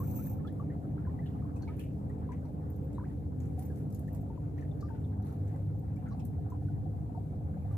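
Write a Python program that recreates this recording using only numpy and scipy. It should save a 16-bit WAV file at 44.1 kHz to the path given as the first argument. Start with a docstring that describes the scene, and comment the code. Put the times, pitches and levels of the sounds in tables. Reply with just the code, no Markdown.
"""Wet net beside a pier

Heard from the bow of a small boat: a wet net is picked over close to the two microphone ports.
Drops plop as ringing bubbles, strands snap as noise bursts and metal rings jingle as struck modes.
Behind lie lapping and hiss of shaped noise, a distant ship whose two diesels are stacks of sines,
and a single-cylinder boat chugging nearer, its puffs ringing an exhaust pipe."""
import sys
import numpy as np
from scipy import signal
from scipy.io import wavfile
from scipy.ndimage import uniform_filter1d

SR = 44100
rng = np.random.default_rng(int(sys.argv[2]) if len(sys.argv) > 2 else 0)


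def int16_out(signal):
    """Quantize to a 16-bit WAV file."""
    q = np.round(np.clip(np.atleast_2d(signal).T, -1, 1) * 32767)
    wavfile.write(sys.argv[1], SR, q.astype(np.int16))


N = 342657  # samples


def gain_of(db):
    """dB to gain."""
    return 10 ** (np.asarray(db) / 20)


def evened(x):
    """Scales to rms 1."""
    return x / np.sqrt(np.mean(x ** 2) + 1e-20)


def read(points, hz):
    """Reads a spectrum table on a log-frequency axis."""
    f, value = np.transpose(points)
    return np.interp(np.log(hz + 1), np.log(f + 1), value)


def curve(rows, t, column=1):
    """Reads one column of a curve at times t."""
    rows = np.asarray(rows)
    return np.interp(t, rows[:, 0], rows[:, column])


def add(mix, s, sound, pan_db, lag=4.4):
    """Places a sound: the louder port leads by lag samples per dB, or trails if lag is negative."""
    late = int(np.clip(lag * pan_db, -22, 22))
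    for channel, sign in enumerate((1, -1)):
        start = round(s * SR) + max(-sign * late, 0)
        part = mix[channel, start:][:len(sound)]
        part += gain_of(sign * pan_db / 2) * sound[:len(part)]


def resonate(x, hz, width):
    """One resonance of gain 1 at its centre; width in Hz."""
    r = np.exp(-np.pi * width / SR)
    return 2 * signal.lfilter([1 - r], [1, -r * np.exp(2j * np.pi * hz / SR)], x).real


def drift(t, top_hz, count=20):
    """Slow chance of rms 1: sines of random phase, the slower ones stronger."""
    hz = np.geomspace(top_hz / 20, top_hz, count)[:, None]
    sines = np.sin(2 * np.pi * (hz * t + rng.random((count, 1))))
    return evened((sines / np.sqrt(hz)).sum(0))


# likeness of the two ports: (frequency [Hz], left-right correlation)
PORT_LIKENESS = [(30, .7), (60, 0.89), (130, 1), (290, 0.9), (640, 0.31), (1410, .2), (3100, 0.074),
                 (6820, -0.078), (15000, -0.087)]
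# lean of the background noise: (frequency [Hz], left minus right [dB])
SIDE_LEAN = [(60, 1), (180, -1.5), (550, 3.5), (1650, 0.5), (4970, 1.0), (15000, 0.5)]


def noise(shape_db, size, patchy_db, same=None, lead=0):
    """Two-port noise of rms 1: shape_db(hz, t) shapes its bins, left leads by lead samples."""
    hop = size // 4
    frames = N // hop + 5
    hz = np.fft.rfftfreq(size, 1 / SR)[:, None]
    a, b, c, d, patches = rng.standard_normal((frames, len(hz), 5)).T
    patches = uniform_filter1d(patches, size=8, axis=0)
    patches = evened(uniform_filter1d(patches, size=10, axis=1))
    same = np.clip(read(PORT_LIKENESS, hz) if same is None else same, -1, 1)
    left = a + 1j * b
    delayed = left * np.exp(-2j * np.pi * hz * lead / SR)
    right = same * delayed + np.sqrt(1 - same ** 2) * (c + 1j * d)
    lean_db = read(SIDE_LEAN, hz) / 2
    level_db = shape_db(hz, np.arange(frames) * hop / SR) + patchy_db * patches
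    bins = np.array([left, right]) * gain_of(level_db + np.array([lean_db, -lean_db]))
    return evened(signal.istft(bins, nperseg=size, noverlap=size - hop)[1][:, :N])


PORT_HZ, STARBOARD_HZ = 8.467, 8.19  # working cycles of the two diesels
WEAK_ORDERS_DB = -74
WAVER_DB, WAVER_TURNS, WAVER_TOP_HZ = 2.4, .1, 12  # rms waver of level and phase, and its fastest rate
# sounding orders of each diesel: (multiple of the cycle, level before swell and waver [dB rms])
PORT_ORDERS = [(6, -59.5), (12, -46), (14, -54), (15, -73), (17, -61.5), (18, -48.5), (19, -63.5),
               (20, -62), (21, -59.5), (22, -62), (24, -49), (27, -72), (28, -74.5), (30, -51), (33, -69.5),
               (34, -53.5), (35, -55), (36, -57.5), (37, -64.5), (48, -62), (51, -76), (59, -64), (63, -76)]
STARBOARD_ORDERS = [(7, -65.5), (8, -50.5), (10, -55.5), (12, -48), (14, -50), (16, -51), (17, -68),
                    (18, -49.5), (19, -50.5)]
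# low tones apart from both engines' orders: (frequency [Hz], level before waver [dB rms])
OTHER_TONES = [(79.2, -52.5), (80.5, -48), (87.4, -47.5), (121, -57.5)]
# swell of the port diesel: (time [s], 12th order [dB], orders above it [dB])
PORT_SWELL = [(0, 0.5, 1), (2, -8, -1), (4.6, 0.5, -1.5), (5.2, 6, -2), (6.8, 5, -3), (7.3, 0.5, -7),
              (7.77, 8, -5)]


def ship():
    """Each diesel sounds multiples of its cycle; the air over the river makes every line waver."""
    t, slow = np.arange(N) / SR, np.arange(0, N / SR + .1, .02)
    out = np.zeros((2, N))
    weak = [(k, WEAK_ORDERS_DB) for k in range(38, 66) if k not in dict(PORT_ORDERS)]
    engines = ((PORT_HZ, list(PORT_ORDERS) + weak), (STARBOARD_HZ, STARBOARD_ORDERS), (1, OTHER_TONES))
    for hz, orders in engines:
        turns = hz * t + np.interp(t, slow, 0.0034 * drift(slow, 0.593))
        for k, db in orders:
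            swells = k >= 12 and hz == PORT_HZ
            swell_db = curve(PORT_SWELL, slow, column=1 if k == 12 else 2) * swells
            level_db = db + swell_db + WAVER_DB * drift(slow, WAVER_TOP_HZ, count=12)
            level = np.interp(t, slow, np.sqrt(2) * gain_of(level_db))
            waver = np.interp(t, slow, WAVER_TURNS * drift(slow, WAVER_TOP_HZ, count=12))
            phase = 2 * np.pi * (k * turns + rng.random() + waver)
            # reflections off the pier differ between the ports
            skew = np.interp(t, slow, (.11 + .001 * k * hz) * drift(slow, 2.5, count=6))
            out += level * np.sin([phase + skew, phase - skew])
    return out


# colour of the exhaust roar: (frequency [Hz], relative level [dB])
ROAR_COLOUR = [(15, -56.5), (25, -38), (70, 1.5), (113, -1), (157, -0.5), (231, -10), (282, -6),
               (309, -13.5), (350, -16.5), (499, -17), (601, -23.5), (746, -23.5), (1000, -53.5),
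               (1300, -79), (2200, -120)]
# course of the roar: (time [s], level [dB], lift from 200 Hz up, full from 400 Hz [dB])
ROAR_LEVEL = [(0, -41.5, 2), (2, -40.5, -0.5), (4, -43.5, 3.5), (5, -46, 5.5), (6, -40.5, -3),
              (7.77, -43, 1.5)]


def rumble():
    """Unsteady exhaust roar between the ship's lines: patchy low noise."""
    def shape(hz, t):
        upper = np.clip(np.log2((hz + 1) / 200), 0, 1)
        return read(ROAR_COLOUR, hz) + upper * curve(ROAR_LEVEL, t, column=2)
    return gain_of(curve(ROAR_LEVEL, np.arange(N) / SR)) * noise(shape, size=4096, patchy_db=2.5)


CHUG_PER_S, CHUG_AT_S = 12.64, 6.777  # firing rate, time of one firing
# boat drawing nearer: (time [s], level [dB])
CHUG_LEVEL = [(0, -74), (2, -74), (4, -72), (5.5, -67), (6.5, -60), (7.77, -59.5)]


def chug():
    """One exhaust puff a firing rings the pipe: a thump, then turbulence."""
    t = np.arange(N) / SR
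    turns = (t - CHUG_AT_S) * CHUG_PER_S
    firing = np.floor(turns)
    strength = gain_of(2.0 * rng.standard_normal(120))[firing.astype(int) % 120]
    thump = 13 * (np.diff(firing, prepend=0) == 1)
    turbulence = np.exp(-(turns % 1) / .24) * rng.standard_normal((2, N))
    puffs = strength * (thump + turbulence)
    pipe = np.array([resonate(resonate(resonate(puff, 723, 82), 743, 200), 743, 200) for puff in puffs])
    lean_db = [[1.5], [-1.5]]  # a little to the left
    return gain_of(curve(CHUG_LEVEL, t) + lean_db) * evened(pipe)


HISS_DB, HISS_WAVER_DB = -74.5, .6
FAR_BUBBLES_DB = -26  # under the lapping
LEAD = 21  # samples between the two ports for sound from the side
# colour of the water, before the lapping and hiss are parted: (frequency [Hz], relative level [dB])
WATER_COLOUR = [(470, -17.5), (800, -0.5), (940, -9.5), (1150, -12), (1880, -22.5), (2600, -26.5),
                (4170, -31.5), (5830, -38), (6360, -35.5), (8570, -36), (14800, -37.5), (15600, -35)]
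# course of the lapping: (time [s], level [dB])
LAPPING_LEVEL = [(0, -56.5), (0.6, -59.5), (0.8, -61.5), (1.14, -58), (1.44, -57.5), (1.83, -63),
                 (2.2, -57), (2.4, -60.5), (2.9, -59.5), (3.3, -63), (3.75, -61.5), (4.1, -61), (5.2, -60),
                 (5.41, -60), (5.75, -62), (6.08, -58), (6.32, -61.5), (7.24, -62), (7.74, -58)]


def river():
    """Lapping is low patchy noise with many tiny far bubbles; a steady hiss lies above it."""
    def lapping(hz, t):
        return read(WATER_COLOUR, hz) - 9 * np.log2(1 + (hz / 3000) ** 2) + 0 * t

    def hiss(hz, t):
        low_cut_db = 12 * np.log2(1 + (2800 / (hz + 1)) ** 2)
        return read(WATER_COLOUR, hz) - low_cut_db + HISS_WAVER_DB * drift(t, 28)

    low = noise(lapping, size=512, patchy_db=3.0, same=0.49, lead=LEAD)
    high = noise(hiss, size=512, patchy_db=1.2)
    far = np.zeros((2, N))
    for s, size, pitch, side in rng.random((500, 4)):
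        bubble = plop(9 * size - 7 * pitch, 1000 * 2 ** (1.2 * pitch), 0.048, 0.033)
        add(far, s * N / SR, bubble, 10 * side - 3)
    lapped = low + gain_of(FAR_BUBBLES_DB) * evened(far)
    return gain_of(curve(LAPPING_LEVEL, np.arange(N) / SR)) * lapped + gain_of(HISS_DB) * high


PIER_DB = -14  # echoes under the near sound


def pier(x):
    """Short echoes off the hull and the concrete: sparse taps of random sign, dying fast."""
    at = np.arange(200, 6000, 20) + rng.integers(0, 20, (2, 290))  # samples
    echoes = rng.choice([-1., 1.], at.shape) * gain_of(-60 * at / SR / 0.17)  # t60 0.17 s
    taps = np.zeros((2, 6100))
    np.put_along_axis(taps, at, echoes, 1)
    return signal.oaconvolve(x, taps / np.linalg.norm(taps[0]), axes=1)[:, :N]


TUG_RISE_DB_PER_S = 607
# tugs at the mesh: (time [s], fade t60 [s], crackle level [dB], patter level [dB])
MESH_TUGS = [(1.264, 0.33, -77, -79), (1.56, 0.98, -78, -85), (1.69, 0.64, -78, -66),
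             (1.804, 0.27, -65, -68), (2.321, 0.38, -84, -72), (2.929, .4, -81, -78),
             (3.08, 0.81, -79, -73.5), (3.401, 1, -73.5, -72.5), (3.592, 0.85, -66, -73),
             (3.769, 0.48, -69, -73), (3.943, .8, -73, -92), (4.087, 0.13, -73, -73),
             (4.147, 0.27, -73, -76), (4.587, 0.61, -79, -69), (4.893, 0.17, -80, -76),
             (4.951, 0.24, -89, -68), (5.27, 0.54, -69, -69.5), (5.48, 0.99, -78, -71.5),
             (6.083, .4, -85, -78), (6.197, 0.16, -74, -83), (6.252, .2, -84, -103),
             (7.722, 0.41, -72, -87)]


def rustle():
    """Knots slip in a dense crackle and droplets patter loose; each tug swells fast and fades."""
    out = np.zeros((2, N))
    t = np.arange(-.05, .3, 1 / SR)  # the tug peaks at 0
    for s, t60, crackle_db, patter_db in MESH_TUGS:
        chance = rng.random((3, 2, len(t)))
        size = gain_of(np.minimum(-4.2 * np.log(1 - chance[1]), 15))
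        grains = (chance[0] < 2200 / SR) * size * np.sign(chance[2] - .5)
        crackle = evened(np.array([resonate(resonate(g, 11000, 9000), 11000, 12000) for g in grains]))
        # the patter takes its grains from the opposite port
        patter = evened(np.array([resonate(resonate(g, 1400, 1300), 1800, 1800) for g in grains[::-1]]))
        shape = gain_of(np.minimum(TUG_RISE_DB_PER_S * t, -60 * t / t60))
        shape = shape * signal.windows.tukey(len(t), .15)
        tug = shape * (gain_of(crackle_db) * crackle + gain_of(patter_db) * patter)
        part = out[:, round((s + t[0]) * SR):][:, :len(t)]
        part += tug[:, :part.shape[1]]
    return out


def splash(db, hz, t60):
    """About 1100 droplets a second, each a click ringing for a few cycles around one pitch."""
    t = np.arange(0, .25, 1 / SR)
    chance = rng.random((3, len(t)))
    size = gain_of(np.minimum(-4 * np.log(1 - chance[1]), 13))
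    drops = (chance[0] < 1100 / SR) * size * np.sign(chance[2] - .5)
    width = .33 * hz
    spatter = evened(resonate(resonate(drops, hz, width), hz, width))
    return gain_of(db - 60 * t / t60) * np.minimum(t / 0.0069, 1) * spatter


# spatters of many small drops: (time [s], level [dB], centre [Hz], t60 [s], left minus right [dB])
SPATTERS = [(0.468, -68, 3800, .1, 0), (1.257, -64.5, 3300, 0.18, 1), (1.622, -72, 4300, 0.3, 3.5),
            (1.676, -76, 3520, 0.066, -1), (0.701, -65, 1940, 0.088, 5), (1.792, -61.5, 2590, 0.35, 4),
            (2.317, -59.5, 1900, .2, 4), (6.52, -64, 1300, .12, 1), (.712, -65, 1650, 0.073, -1),
            (3.048, -62, 1790, .1, 1), (4.581, -67, 1880, .25, 4), (.975, -65, 1610, 0.44, 2),
            (2.984, -65, 1500, .2, 2), (4.806, -71, 4730, 0.34, 2), (4.945, -78, 1850, .12, 5),
            (5.225, -79, 4050, 0.73, 11), (6.058, -62, 1500, 0.2, 1.5), (6.107, -69, 5200, .05, 0),
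            (6.121, -71, 4100, 0.13, 4.5), (6.195, -70, 3200, 0.17, -0.5), (6.2, -70, 4400, .06, -1)]


def splashes(out):
    """Many small drops hit the water at once."""
    for s, db, hz, t60, pan_db in SPATTERS:
        add(out, s, splash(db, hz, t60), pan_db)


def rings(taps, hz, spread):
    """Taps through the modes of a metal ring; spread scales the mode widths."""
    total = 0
    for multiple, db, width in RING_MODES:
        mode = resonate(taps, hz * multiple, width * spread)
        total = total + gain_of(db) * resonate(mode, hz * multiple, width * spread)
    return total


# modes of one ring: (multiple of its pitch, level [dB], width before spread [Hz])
RING_MODES = [(1, 0, 300), (1.028, -6, 250), (1.11, -17, 500), (.555, -17, 260), (.46, -18, 300),
              (.185, -21, 300)]
RING_HZ = 13400
# rings shaken together: (time [s], level [dB])
JINGLE_LEVEL = [(0.0, -58), (0.034, -65), (0.044, -62.5), (0.186, -57), (0.216, -60), (0.272, -57.5),
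                (0.294, -66), (0.3, -60.5), (0.34, -66.5), (0.4, -90)]


def jingle(out):
    """Four rings of a bunch, each tapped at random and rattling unevenly, open the scene."""
    t = np.arange(0, JINGLE_LEVEL[-1][0], 1 / SR)
    for pan_db, size in ((-10, .972), (10, .99), (-10, 1.012), (10, 1.035)):
        hits = rng.random(len(t)) < 3000 / SR
        taps = hits * gain_of(1.8 * rng.exponential(1, len(t))) * rng.choice([-1, 1], len(t))
        taps *= gain_of(5 * drift(t, 150))
        chime = rings(taps, RING_HZ * size, spread=1.4)
        clatter = resonate(resonate(rng.permutation(taps), 13000, 7900), 12500, 7700)
        shaken = evened(chime) + gain_of(-10.0) * evened(clatter)
        add(out, 0, gain_of(curve(JINGLE_LEVEL, t)) * shaken / np.sqrt(2), pan_db)


PING_S = 0.041  # time to fall 60 dB
# small metal rings touching: (time [s], level [dB], ring pitch [Hz], left minus right [dB])
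RING_PINGS = [(2.699, -62, 13850, 11), (2.7204, -65, 13400, -2), (2.7556, -68, 13100, -15),
              (2.8035, -71, 14000, -3), (2.8285, -73, 13800, 0), (2.8434, -70, 14200, 3),
              (3.6237, -59, 13700, -1), (3.6512, -53, 13540, -4.5), (4.1255, -58, 13160, -1),
              (4.153, -62, 13060, -3), (4.2088, -63, 13900, 0), (5.7857, -66, 14000, 7.5),
              (6.5021, -68, 13300, -7)]


def pings(out):
    """Rings touch: noise through the ring modes, dying fast."""
    t = np.arange(0, .15, 1 / SR)
    for s, db, hz, pan_db in RING_PINGS:
        chatter = evened(rings(rng.standard_normal(len(t)), hz, spread=.6))
        add(out, s, gain_of(db - 60 * (t / PING_S) ** 1.6) * chatter, pan_db)


SPRAY_T60_S = 0.12


def snap(db, tilt_db, centre_hz):
    """A sharp bright tick, then a grainy spray of fine droplets."""
    t = np.arange(0, .16, 1 / SR)
    clumps_db = 10 * uniform_filter1d(rng.standard_normal(len(t)), size=40)
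    grains = rng.standard_normal(len(t)) * gain_of(clumps_db)
    tick = grains * gain_of(-60 * t / 0.01)
    spray = grains * gain_of(-8.5 - 60 * t / SPRAY_T60_S)
    low = resonate(.3 * tick + spray, centre_hz, .45 * centre_hz)
    low = resonate(low, centre_hz, .6 * centre_hz)
    high = resonate(.9 * tick + spray, 11400, 6000)
    high = 1.15 * resonate(resonate(high, 12000, 6500), 12000, 6500)
    share = np.clip(gain_of(tilt_db), .05, .98)
    return gain_of(db) * (np.sqrt(1 - share ** 2) * low + share * high)


# strands flicking and spraying: (time [s], level [dB], share of high treble before limits [dB],
# centre of the low treble [Hz], left minus right [dB])
STRAND_SNAPS = [(0.471, -59, -12, 4800, 5), (0.5255, -65, 0, 6500, 3), (1.258, -64, -15, 4500, 3),
                (1.5604, -59, -15, 7800, 8), (1.5674, -57, -19, 7000, 5), (1.622, -54, -16, 6300, 3.5),
                (1.677, -56, -19, 4200, 5), (1.768, -63, 0, 6900, 3), (1.7944, -50, 7, 8140, 4),
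                (1.8394, -61, -11, 8040, -1), (2.0956, -64, -11, 7800, 0), (2.3196, -58, -22, 6500, 6.5),
                (2.4516, -59.5, -22, 5200, 9), (2.93, -61, -13, 7700, 4), (2.947, -59, -22, 8000, -1),
                (3.4024, -52.5, -19, 6800, 3), (3.4344, -61, -15, 6900, 2), (3.4554, -59, -14, 7500, 3),
                (3.5927, -50, 2, 7900, 3), (3.625, -50, 0, 6200, 0.5), (3.7585, -58, -8, 8000, 5),
                (3.7894, -67, 1, 6500, 4), (3.904, -57.5, -6, 7700, 3.5), (3.925, -54, -4, 7200, 2.5),
                (3.947, -48, -6.5, 7550, 4.5), (3.993, -55.5, 1, 8200, 8), (4.077, -59.5, -11, 6800, 5),
                (4.148, -52.5, -6, 8000, 4), (4.579, -61, -16, 5900, 5), (4.6094, -59, -20, 6200, 5),
                (4.807, -53.5, -14, 6430, 5), (5.224, -63, -7, 6100, 5), (5.25, -65, 1, 6500, 9),
                (5.2894, -63, -11, 6500, -8), (5.3258, -62, -2, 6500, 3.5), (5.4794, -61, -19, 6500, 7),
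                (5.5608, -61.5, -10, 8000, 4), (5.9614, -62, -6, 7100, 4), (6.0856, -59, -20, 6500, 3),
                (6.1215, -63, -16, 5900, 2), (6.1957, -57, -19, 6500, 4), (6.252, -51.5, 6, 9300, 5),
                (6.501, -57.5, -10, 7500, 3)]


def snaps(out):
    """Wet strands flick close to the ports."""
    for s, db, tilt_db, hz, pan_db in STRAND_SNAPS:
        add(out, s, snap(db, tilt_db, hz), pan_db)


CLUSTER_HZ, CLUSTER_BLUR, CLUSTER_CYCLES = 1300, .55, 6  # shattering drops: pitch, most blur, beat length
# a strong new bubble starts sharp by up to this share and settles within these cycles
SETTLE, SETTLE_CYCLES, SETTLE_FROM_DB = .11, 4, -55


def plop(db, hz, t60, climb):
    """A big drop's bubble settles, rings and glides in pitch; a small one is a blurred cluster."""
    t = np.arange(0, t60, 1 / SR)
    strength = np.clip((db - SETTLE_FROM_DB) / 14, .15, 1)
    sharp = SETTLE * strength * min(CLUSTER_HZ / hz, 1) * np.exp(-t * hz / SETTLE_CYCLES)
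    glide = climb * (t / (.25 * t60)) ** 1.6
    pitch = hz * np.clip(1 + glide + sharp, .8, 1.6)
    turn = np.exp(2j * np.pi * np.cumsum(pitch) / SR)
    rough = np.clip(.25 + .4 * np.log2(hz / CLUSTER_HZ), .1, CLUSTER_BLUR)
    span = round(CLUSTER_CYCLES * SR / hz)
    blur = rng.standard_normal((2, SR // 4))[:, :len(t)]
    a, b = uniform_filter1d(uniform_filter1d(blur, size=span), size=span)
    beats = (a + 1j * b) / np.sqrt(np.mean(a ** 2 + b ** 2))
    ringing = (turn * (np.sqrt(1 - rough ** 2) + rough * beats)).imag
    swell = 1 - np.exp(-t * hz / 1.4)
    return gain_of(db - 60 * (t / t60) ** 1.47) * swell * ringing


# bubbles left by drops: (time [s], level [dB], pitch [Hz], t60 [s],
# share by which the pitch climbs or sags in a quarter of t60 [1], left minus right [dB])
DROP_BUBBLES = [(0.002, -43.5, 1012, 0.076, 0.11, 4.5), (0.185, -73, 1800, 0.11, 0.88, -1),
                (0.188, -54, 1266, 0.077, 0.074, 5), (0.269, -60, 1740, 0.027, 0.012, -4),
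                (0.384, -56.5, 1260, .035, 0.078, -9), (0.392, -63, 1740, .05, 0, -1),
                (0.405, -60, 1080, .06, 0, -2), (0.448, -48, 1260, 0.058, 0.057, -5),
                (0.449, -62, 1730, .035, 0.036, -1.5), (0.474, -56.5, 3420, 0.037, -0.039, -4),
                (.493, -68, 3800, 0.022, .03, 3), (0.48, -59, 1670, 0.067, 0.06, -1.5),
                (0.597, -44.5, 1110, 0.057, 0.055, 4), (0.7, -56, 1810, 0.043, .03, 4),
                (0.713, -65, 2000, 0.084, 0.017, 4), (0.978, -58, 1350, 0.059, 0.02, 2),
                (1.05, -56, 1580, 0.03, 0.065, -3), (1.066, -58, 1490, .03, 0, 1),
                (1.071, -48, 994, 0.081, 0.045, 4), (1.095, -66.5, 1814, 0.1, -0.068, -3),
                (1.189, -56, 1940, 0.053, 0.039, 3), (1.224, -63.5, 1765, 0.11, 0.049, -6),
                (1.258, -64, 1800, .033, -0.1, 3.5), (1.259, -64, 2960, .018, 0, 2),
                (1.265, -66, 2760, .018, 0, -2), (1.272, -68, 2900, .035, 0.01, -2),
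                (1.309, -74, 2850, .05, 0.01, 3), (1.332, -72, 2880, .03, 0, 2),
                (1.423, -55, 1170, 0.025, 0.051, 0), (1.45, -53, 1040, 0.036, -0.0048, 1),
                (1.564, -65, 2530, .052, 0.0098, 3.5), (1.622, -60, 4300, .025, 0.053, 2.5),
                (1.632, -62, 4300, .03, 0, 2.5), (1.631, -60, 1530, 0.052, 0.042, 1),
                (1.673, -49.5, 872, 0.11, 0.05, 5), (1.677, -50, 2250, 0.057, 0, -3),
                (1.688, -53, 1240, 0.086, 0.026, -2), (1.693, -67, 1740, 0.08, 0.026, -1),
                (1.794, -68, 1720, 0.1, 0.041, 1), (1.793, -53, 2500, 0.026, 0.096, -5.5),
                (1.794, -68.5, 4300, 0.046, 0, 3), (1.798, -61, 3160, 0.044, 0.059, 0),
                (1.809, -56, 2800, 0.044, 0.023, 4), (1.822, -64, 2720, 0.032, 0.16, 2),
                (1.836, -67, 2420, .06, -0.033, 2), (1.856, -71, 2790, .04, 0.091, -1),
                (2.098, -59, 1840, 0.057, 0.076, 4.5), (2.29, -43, 958, 0.043, 0.047, 2),
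                (2.306, -46.5, 948, 0.082, .06, 2), (2.318, -57, 1570, 0.023, 0.079, 6),
                (2.319, -60, 2000, 0.033, 0.048, 6), (2.328, -70, 2300, 0.035, 0, 1),
                (2.348, -59, 1920, 0.023, 0, 5), (2.45, -52.5, 906, 0.046, 0.014, -1),
                (2.947, -72.5, 3860, 0.11, 0.0061, 3), (2.982, -34, 953, 0.017, -0.019, 3.5),
                (2.997, -60, 1530, 0.03, -0.12, -1.5), (3.012, -66, 1480, .05, -0.097, 0),
                (2.993, -50, 900, 0.033, 0.1, 1), (3.008, -47, 960, 0.05, 0.04, 2),
                (3.026, -54, 1080, 0.05, 0.16, 1), (3.04, -55, 1506, 0.032, 0.15, 1),
                (3.053, -62, 1710, .03, .05, 3), (3.099, -65, 1830, 0.043, 0.046, 5),
                (3.578, -45, 715, 0.15, 0.081, 0), (3.593, -66, 1840, 0.045, 0.038, 0.5),
                (3.702, -58.5, 1640, 0.047, -0.018, 5), (4.079, -57, 1740, 0.04, 0.084, 2),
                (4.081, -65, 1890, 0.026, 0.063, 5), (4.3, -48.5, 892, 0.085, 0.011, 4.5),
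                (4.376, -45.5, 973, 0.029, 0, 3), (4.58, -55, 1830, 0.027, 0.07, 3),
                (4.583, -65, 2180, .03, 0.06, 3.5), (4.595, -60, 1800, 0.034, 0, 5),
                (4.623, -50.5, 1830, 0.029, -0.026, 4), (4.632, -60, 1740, .03, 0, 3),
                (4.651, -63, 1830, .03, 0, 3.5), (4.807, -71, 4500, .03, -0.11, 1),
                (4.713, -63, 3560, 0.026, -.008, -2), (4.826, -46.5, 1172, 0.089, 0.013, 4),
                (4.886, -57, 1580, 0.044, 0.018, 6), (4.884, -63, 1900, .03, -0.12, 0.5),
                (4.901, -47.5, 899, 0.15, -0.0089, 6), (4.906, -59, 1490, 0.029, 0.02, 3),
                (4.947, -60, 1540, .045, -0.068, 4), (4.968, -69, 1740, .03, 0, 3),
                (4.978, -65, 1450, .04, 0, 4), (5.043, -68, 3620, 0.049, -.04, 2),
                (5.29, -61, 1310, 0.054, 0.07, 3), (5.477, -71, 2000, 0.031, 0, 5),
                (5.492, -63, 1860, 0.045, 0, 6), (5.512, -79, 2500, .03, 0.08, 2),
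                (5.546, -66, 1980, 0.036, 0, -1.5), (5.964, -63, 2200, 0.047, 0.063, 4),
                (6.057, -60, 1460, .03, 0.056, 0), (6.068, -58, 1340, 0.077, 0.01, 3),
                (6.084, -58, 1400, .05, .02, 2), (6.067, -66, 2000, 0.061, 0.048, -3),
                (6.114, -50.5, 1097, 0.053, 0.035, -5), (6.121, -68, 4050, .03, 0, 3.5),
                (6.195, -62, 2580, 0.028, 0.04, -6), (6.202, -70, 2400, .04, 0, -4),
                (6.202, -69, 5200, .025, 0, 0), (6.216, -70, 2550, .03, 0, -4),
                (6.52, -43, 970, 0.05, 0.02, 0.5), (6.684, -59, 1460, 0.05, 0.004, 4),
                (7.148, -48.5, 895, 0.14, 0.015, 3.5), (7.709, -58, 1175, 0.064, 0, 1.5)]


def plops(out):
    """Single drops fall in the water beside the boat, each leaving a bubble."""
    for s, db, hz, t60, climb, pan_db in DROP_BUBBLES:
        add(out, s, plop(db, hz, t60, climb), pan_db, lag=-1.0)


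def net():
    """The net in hand: splashes, the opening jingle, pings, snaps and plops."""
    out = np.zeros((2, N))
    for layer in (splashes, jingle, pings, snaps, plops):
        layer(out)
    return out


def scene():
    """Everything heard from the bow."""
    near = net() + rustle()
    return near + gain_of(PIER_DB) * pier(near) + ship() + rumble() + chug() + river()


EDGE_HZ = 15580  # upper band limit


def record(dry):
    """The microphone opens over 2 ms and drops the deepest bass; then the band limit."""
    opened = dry * np.minimum(np.arange(N) / 90, 1)
    cut = signal.sosfilt(signal.butter(2, 48, "high", fs=SR, output="sos"), opened)
    band = signal.firwin(1023, EDGE_HZ, window=("kaiser", 9), fs=SR)
    return signal.oaconvolve(cut, band[None], "same", axes=1)


dry = scene()
out = record(dry)
int16_out(out)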